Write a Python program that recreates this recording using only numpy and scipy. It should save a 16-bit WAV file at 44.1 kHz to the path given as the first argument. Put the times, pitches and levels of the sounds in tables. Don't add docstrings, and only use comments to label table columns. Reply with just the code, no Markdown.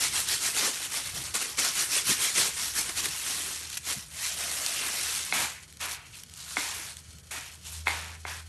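import sys
import numpy as np
from scipy import signal
from scipy.io import wavfile
from scipy.ndimage import uniform_filter1d

SR = 44100
rng = np.random.default_rng(int(sys.argv[2]) if len(sys.argv) > 2 else 0)


def digitize_waveform(pressure):
    field = np.atleast_2d(pressure).T
    bounded = np.clip(field, -1, 1)
    quanta = np.round(bounded * 32767).astype(np.int16)
    wavfile.write(sys.argv[1], SR, quanta)


N = 373968
TIME = np.arange(N) / SR
CUTOFF_HZ = 12000
HANDLING_FADE_S = 0.045
KITCHEN_T60_S = 0.33


def from_db(db):
    return np.exp(np.asarray(db) * np.log(10) / 20)


def rms_one(x):
    return x / np.sqrt(np.mean(x ** 2) + 1e-20)


def butter(x, hz, kind, order=2):
    return signal.sosfilt(signal.butter(order, hz, kind, fs=SR, output="sos"), x + 1e-18)


def drift(per_s):
    knots = rng.standard_normal(int(N / SR * per_s) + 2)
    return rms_one(np.interp(TIME * per_s, np.arange(len(knots)), knots))


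def coloured(spectrum, excite):
    hz, db = np.transpose(spectrum)
    edges = 12400 / 2 ** (np.arange(27, -1, -1) / 3)
    out = np.zeros(N)
    for low, high in zip(edges, edges[1:]):
        if high > hz[0] and low < hz[-1]:
            weight = from_db(np.interp(np.log(low * high) / 2, np.log(hz), db))
            out += weight * butter(excite(), [low, high], "band")
    return rms_one(out)


def grains(spectrum, per_s, spread_db, even_s, patchy_db, after):
    at = np.flatnonzero(rng.random(N) < per_s / SR)
    sizes = from_db(spread_db * np.minimum(rng.exponential(1, len(at)), 4.5))
    fall = np.exp(-1 / (.002 * SR))
    power_after = signal.lfilter([1 - fall], [1, -fall], np.bincount(at, sizes ** 2, N) + 1e-18)
    flutter = after * np.sqrt(power_after)
    noise = rng.standard_normal(2 * N)

    def excite():
        clicks = np.bincount(at, sizes * rng.standard_normal(len(at)), N)
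        shifted_noise = noise[rng.integers(N):][:N]
        return (clicks + flutter * shifted_noise) * from_db(patchy_db * drift(35))

    x = coloured(spectrum, excite)
    width = max(int(even_s * SR), 2)
    power = uniform_filter1d(uniform_filter1d(x ** 2, width), width)
    return x / np.sqrt(np.maximum(power, 0) + 1e-3)


def ring(x, hz, t60):
    r, w = from_db(-60 / (t60 * SR)), 2 * np.pi * hz / SR
    return signal.lfilter([0, np.sin(w)], [1, -2 * r * np.cos(w), r * r], x)


def add(out, s, peak_db, sound):
    i = int(s * SR)
    out[i:i + len(sound)] += (from_db(peak_db) * sound / np.abs(sound).max())[:N - i]


def swell(s, length):
    shape = 1.85
    return .5 ** np.minimum(np.abs(2 * (TIME - s) / length) ** shape, 40)


def strokes(rows):
    power = sum(from_db(db)[:, None] ** 2 * swell(s, length) ** 2 for s, length, *db in rows)
    return np.sqrt(power)


def glove(creases_per_s=6500, crackle_db=0, fold_db=2, facet_db=-10, handling_db=0.39):
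    # tightest grip in seconds, length at half strength in seconds,
    # crackle in dB before crackle_db, flapping of whole folds in dB before fold_db.
    squeezes = [(.04, 0.091, -25.5, -48), (.182, 0.092, -26, -48), (.322, 0.093, -25.5, -48.5),
                (.464, 0.099, -27, -46.5), (.588, 0.069, -25, -43), (.659, 0.085, -25.5, -40),
                (.757, 0.088, -34, -55), (.838, 0.076, -33, -51.5), (.965, 0.094, -30.5, -46.5),
                (1.075, 0.086, -36, -54.5), (1.172, 0.067, -34.5, -49.5), (1.25, 0.13, -36.5, -54),
                (1.422, 0.062, -30, -45.5), (1.495, 0.13, -37.5, -53.5), (1.665, 0.086, -26, -43.5),
                (1.807, 0.1, -25.5, -48), (1.958, 0.096, -25, -46), (2.105, .081, -23, -52),
                (2.246, 0.12, -25.5, -46.5), (2.396, 0.081, -21.5, -43.5), (2.463, 0.072, -28, -47),
                (2.634, 0.17, -31, -54.5), (2.788, 0.064, -25.5, -46), (2.87, .13, -34.5, -52.5),
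                (2.989, .048, -28, -50), (3.054, .049, -29, -45), (3.905, 0.074, -29, -47.5),
                (3.983, 0.089, -39.5, -60)]
    # time in seconds, crackle in dB, fold flapping in dB, both before handling_db and the levels above.
    rustling = [
        [(3.09, -36, -55), (3.228, -35, -60), (3.274, -31, -51), (3.498, -35, -54.5), (3.534, -34, -52),
         (3.596, -40, -68), (3.616, -39.5, -55), (3.678, -43, -69), (3.745, -38, -61)],
        [(4.1, -63, -81), (4.116, -48, -68), (4.244, -30, -68), (4.356, -37.5, -60), (4.396, -33, -52.5),
         (4.802, -33, -56.5), (4.81, -33.5, -46.5), (5.138, -31, -57), (5.315, -37, -58.5)],
    ]
    # frequency in Hz, relative level in dB per Hz.
    crease_spectrum = [(300, -18.5), (600, -23), (900, -7.5), (1600, -2.5), (2200, -1.5), (3200, -1),
                       (4400, 0), (5700, 2), (7500, -.5), (9000, 1), (11000, -1)]
    # frequency in Hz, relative level in dB per Hz.
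    fold_spectrum = [(90, -27), (170, -5), (240, -6.5), (330, 1.5), (520, -4), (800, -3.5), (1500, -2.5)]

    rustle = from_db(handling_db) * sum(handling(rows) for rows in rustling)
    crackle, folds = np.sqrt(strokes(squeezes) ** 2 + crumpling() ** 2 + rustle ** 2)
    grip_db, grip_until_s = -50, 5.3
    grip = from_db(grip_db) * np.clip((grip_until_s - TIME) / HANDLING_FADE_S + 1, 0, 1)
    crackle = np.hypot(crackle, grip)
    per_s = creases_per_s * (crackle / crackle.max() + .03) ** .6
    fits = from_db(crackle_db + 0.56 * drift(45))
    film = grains(crease_spectrum, per_s, spread_db=1.4, even_s=0.024, patchy_db=1.5, after=1.0)
    film = film + from_db(facet_db) * facets()
    flaps = grains(fold_spectrum, 600, spread_db=2.5, even_s=0.04, patchy_db=3.0, after=0.65)
    return fits * crackle * film + from_db(fold_db) * folds * flaps


def handling(rows):
    s, *columns = np.transpose(rows)
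    fade = np.clip(1 + np.minimum(TIME - s[0], s[-1] - TIME) / HANDLING_FADE_S, 0, 1)
    return np.array([fade * from_db(np.interp(TIME, s, db)) for db in columns])


def crumpling():
    # start in seconds, attack in seconds, decay in seconds,
    # crackle in dB, flapping of whole folds in dB, both before the glove's own levels.
    crumples = [(1.334, 0.02, 0.023, -24.5, -40), (1.567, .026, .043, -24.5, -41),
                (2.887, 0.00627, 0.0135, -31, -41), (3.769, .003, 0.0072, -27, -57)]
    out = np.zeros((2, N))
    for s, attack, decay, *db in crumples:
        t = TIME - s
        fall = np.exp(-np.clip((t - attack) / decay, 0, 20))
        out += from_db(db)[:, None] * np.clip(t / attack, 0, 1) * fall
    return out


def facets(per_s=450, cycles=28):
    out, t = np.zeros(N), TIME[:SR // 25]
    for when, size, pitch in rng.random((int(per_s * N / SR), 3)):
        hz = 1800 * 6 ** pitch
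        i = int(when * (N - len(t)))
        out[i:i + len(t)] += size * np.sin(2 * np.pi * hz * t) * np.exp(-t * hz / cycles) * np.sqrt(hz)
    return rms_one(out)


def sharp_ticks(decay_s=.0013, low_hz=2500, level_db=2):
    # start in seconds, peak in dB before level_db.
    ticks = [(0.1285, -33), (0.2881, -14), (0.573, -27), (1.3424, -19.5), (1.5743, -19), (2.766, -25),
             (2.8944, -24), (2.975, -25), (3.057, -16), (3.701, -27), (3.746, -36), (3.77, -34),
             (3.888, -26), (4.6629, -13), (4.7779, -29), (5.7257, -36), (5.771, -34), (5.8045, -33),
             (6.235, -26), (6.2967, -39), (6.338, -31), (6.969, -27), (7.185, -38), (7.3116, -29.5)]
    out, t = np.zeros(N), TIME[:SR // 50]
    for (s, peak_db), burst in zip(ticks, rng.standard_normal((len(ticks), len(t)))):
        tick = butter(burst * np.exp(-t / decay_s), [low_hz, CUTOFF_HZ], "band")
        add(out, s, peak_db + level_db, tick)
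    return out


def soft_bumps(t60=0.028):
    # start in seconds, peak in dB, pitch in Hz.
    touches = [(.645, -36, 469), (0.666, -38, 383), (2.09, -28, 377), (2.102, -32.5, 292.6),
               (2.383, -33.5, 346), (6.575, -36, 340), (6.76, -45, 430), (6.791, -47, 379),
               (7.336, -49, 317.6), (7.375, -46, 315)]
    out, t = np.zeros(N), TIME[:SR // 8]
    for (s, peak_db, hz), puff in zip(touches, rng.standard_normal((len(touches), len(t)))):
        touch = ring(puff * np.exp(-t / 0.011), hz, t60)
        add(out, s, peak_db, butter(touch, 114, "high"))
    return out


def crumbs(hiss_db=2.0, crunch_db=-1):
    # middle in seconds, length at half strength in seconds,
    # hiss in dB before hiss_db.
    sifts = [(5.92, .06, -37), (6.175, 0.086, -48.5), (6.41, 0.1, -44.5), (6.53, .12, -41),
             (6.99, .04, -51.5), (7.47, 0.0525, -49), (7.538, 0.049, -50.5), (7.671, .04, -43),
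             (7.74, 0.13, -43)]
    # frequency in Hz, relative level in dB per Hz.
    hiss_spectrum = [(700, -32), (1500, -23), (2700, -3), (4000, -0.5), (6000, 1), (8500, -0.5),
                     (11000, -2)]
    # frequency in Hz, relative level in dB per Hz.
    crunch_spectrum = [(200, -17.5), (340, -6.5), (490, -8), (680, -2.5), (860, -2), (1100, -2.5),
                       (1450, -3), (1800, 0), (2300, -4), (2900, -2), (4500, -6), (9000, -36.5)]
    # centre in Hz, width in Hz, lift in dB.
    hollows = [(930, 160, 5), (1400, 430, 5), (2290, 480, 7)]

    landing_crunch_db = -8.5
    sifting = strokes(sifts) * from_db([[0], [landing_crunch_db]])
    hiss, crunch = np.hypot(ploughing(), sifting)
    per_s = 8000 * (hiss / hiss.max() + .04) ** .9
    top = grains(hiss_spectrum, per_s, spread_db=2.5, even_s=0.024, patchy_db=1.5, after=0.92)
    grind = grains(crunch_spectrum, 3500, spread_db=2.0, even_s=.025, patchy_db=1.0, after=0.48)
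    for hz, width_hz, lift_db in hollows:
        resonance = signal.lfilter(*signal.iirpeak(hz, hz / width_hz, fs=SR), grind)
        grind = grind + (from_db(lift_db) - 1) * resonance
    return from_db(hiss_db) * hiss * top + from_db(crunch_db) * crunch * rms_one(grind)


def ploughing():
    # start in seconds, attack in seconds,
    # hold in seconds, lift after so many seconds, hiss of the top grains in dB, its fade in dB per second,
    # crunch of the heap in dB, its fade in dB per second; levels before those of the crumbs.
    scoops = [(5.328, 0.012, 0.091, 0.5, -31.5, 146, -31, 152),
              (5.799, .014, .042, .3, -37.5, 213, -35, 102), (6.554, .03, 0.027, .36, -35.5, 30, -36, 39),
              (7.307, 0.00401, .06, 0.25, -41, 119, -39.5, 113.5),
              (7.852, 0.029, .02, .3, -38.5, 64, -33.5, 58), (8.25, 0.033, 0.031, 0.15, -43.5, 73, -39, 99)]
    lift_db_per_s = 244
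    out = np.zeros((2, N))
    for s, attack, hold, lift, hiss_db, hiss_fade, crunch_db, crunch_fade in scoops:
        t = TIME - s
        loss_db = np.outer([hiss_fade, crunch_fade], np.maximum(t - attack - hold, 0))
        loss_db = loss_db + lift_db_per_s * np.maximum(t - lift, 0)
        fade = from_db(-np.minimum(loss_db, 120))
        out += from_db([[hiss_db], [crunch_db]]) * np.clip(t / attack, 0, 1) * fade
    return out


def strays(level_db=-64.0, per_s=600, start_s=5.55, low_hz=2200, high_hz=11000):
    at = np.flatnonzero((rng.random(N) < per_s / SR) & (TIME > start_s))
    sizes = from_db(2.5 * np.minimum(rng.exponential(1, len(at)), 2.5)) * rng.standard_normal(len(at))
    clicks = np.bincount(at, sizes, N)
    ticks = rms_one(butter(clicks, [low_hz, min(high_hz, CUTOFF_HZ)], "band", order=1))
    return from_db(level_db) * kitchen(ticks, t60=.1, wet_db=2, wall_hz=9000)


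def knocks(bending=0.515, count=6):
    # start in seconds, peak in dB, brightness of the contact in Hz.
    taps = [(5.3240, -12, 4250), (6.5683, -11.5, 2280), (7.87, -9, 2300), (7.88, -13.5, 3030),
            (8.2508, -20.5, 1380)]
    # frequency in Hz, relative level in dB before chance, t60 in seconds.
    modes = [(348, -6.5, 0.013), (755, -5.5, 0.021), (950, 0.5, 0.0074), (1550, 1, 0.01),
             (1750, -0.5, 0.0074), (2130, 3, 0.016), (2560, -4, 0.013), (3350, -6, 0.019),
             (4180, 2, 0.0062)]
    out, tap = np.zeros(N), signal.unit_impulse(SR // 10)
    lag = np.clip(bending, 0, .95)
    for _ in range(count):
        tap = signal.lfilter([-lag, 1], [1, -lag], tap)
    tap = butter(tap, 600, "high")
    signs = (-1) ** np.arange(len(modes))
    for (s, peak_db, contact_hz), chance in zip(taps, rng.standard_normal((len(taps), len(modes)))):
        push = butter(tap, contact_hz, "low")
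        strengths = signs * from_db(chance)
        knock = sum(own * from_db(db) * ring(push, hz, t60) for (hz, db, t60), own in zip(modes, strengths))
        add(out, s, peak_db, knock)
    return out


def rubs(sharpness=4.4, rough_db=3.0):
    # middle in seconds, length at half strength in seconds,
    # level in dB, pitch in Hz.
    drags = [(4.616, 0.63, -51.5, 662), (4.82, 0.17, -38.5, 2606), (5.57, .12, -52.5, 2145),
             (6.034, 0.13, -53.5, 2550), (6.149, 0.023, -48, 2550), (6.527, 0.12, -52, 1330),
             (7.454, 0.13, -50, 2440)]
    out, slips = np.zeros(N), rng.standard_normal(N) * from_db(rough_db * drift(150))
    for s, length, db, hz in drags:
        envelope = np.cos(np.pi / 2 * np.clip((TIME - s) / length, -1, 1)) ** 2
        peak = signal.iirpeak(hz, sharpness / 2, fs=SR)
        rasp = signal.lfilter(*peak, signal.lfilter(*peak, slips))
        out += from_db(db) * envelope * rms_one(rasp)
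    return out


def thuds(half_width_octaves=0.6):
    # middle in seconds,
    # length at half strength in seconds, level in dB, centre in Hz.
    bumps = [(.16, 0.62, -53, 100), (1.18, 0.21, -47.5, 90), (2.1, 0.057, -40.5, 179),
             (2.42, .12, -54, 170), (2.75, 0.43, -52, 70), (3.07, 0.085, -52, 179.9),
             (3.975, .03, -44, 130), (5.39, 0.1, -44, 184.8), (7.12, 0.12, -52, 100.5)]
    out, width = np.zeros(N), 2 ** half_width_octaves
    for s, length, db, hz in bumps:
        low_noise = butter(rng.standard_normal(N), [hz / width, hz * width], "band")
        out += from_db(db) * swell(s, length) * rms_one(low_noise)
    return out


def background(floor_db=-60, rumble_db=-59, hum_db=-1, octave_db=-17, waver_db=-0.5):
    # time in seconds, frequency in Hz, level in dB before hum_db.
    firing = [(0, 78.5, -75), (3.5, 77.5, -58), (4, 76.7, -56.5), (6.2, 77.6, -61.5), (7.1, 79.1, -54.5),
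              (7.6, 79.4, -55.5), (7.8, 79.76, -41.5), (8.15, 81.6, -46), (8.48, 81.5, -46.5)]
    # frequency in Hz, relative level in dB per Hz.
    room_spectrum = [(30, -22), (50, -1), (75, 3.5), (110, -3), (165, 0), (240, -12.5), (400, -8.5),
                     (800, -19), (2000, -13.5), (6000, -63), (12000, -11.5)]

    def white():
        return rng.standard_normal(N)

    s, hz, db = np.transpose(firing)
    phase = 2 * np.pi * np.cumsum(np.interp(TIME, s, hz)) / SR
    tone = np.sqrt(2) * (np.sin(phase) + from_db(octave_db) * np.sin(2 * phase))
    hum = from_db(np.interp(TIME, s, db) + hum_db + waver_db * drift(24))
    rumble = rms_one(butter(white(), [55, 170], "band", order=3))
    room = coloured(room_spectrum, white)
    return from_db(floor_db) * room + from_db(rumble_db) * rumble + hum * tone


def kitchen(x, t60=.25, wet_db=-11, wall_hz=7000):
    t = TIME[:SR // 2]
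    tail = rng.standard_normal(len(t)) * from_db(-60 * t / t60) * (t > .002)
    tail = butter(tail, min(wall_hz, SR / 3), "low", order=1)
    return x + from_db(wet_db) * signal.fftconvolve(x, tail / np.linalg.norm(tail))[:N]


def scene():
    hands_and_crumbs = glove() + soft_bumps() + sharp_ticks() + rubs() + crumbs()
    near = kitchen(hands_and_crumbs, t60=KITCHEN_T60_S, wet_db=-17.5, wall_hz=7150)
    bowl = kitchen(knocks(), t60=KITCHEN_T60_S, wet_db=-10.5, wall_hz=4950)
    return (near + bowl + thuds() + strays() + background())[None]


def record(dry):
    for hz, q, depth in [(4930, 10.7, 0.27), (10960, 37, 0.69)]:
        dry = dry - depth * signal.lfilter(*signal.iirpeak(hz, q, fs=SR), dry)
    return signal.sosfilt(signal.ellip(10, .2, 80, CUTOFF_HZ, fs=SR, output="sos"), dry)


dry = scene()
out = record(dry)
digitize_waveform(out)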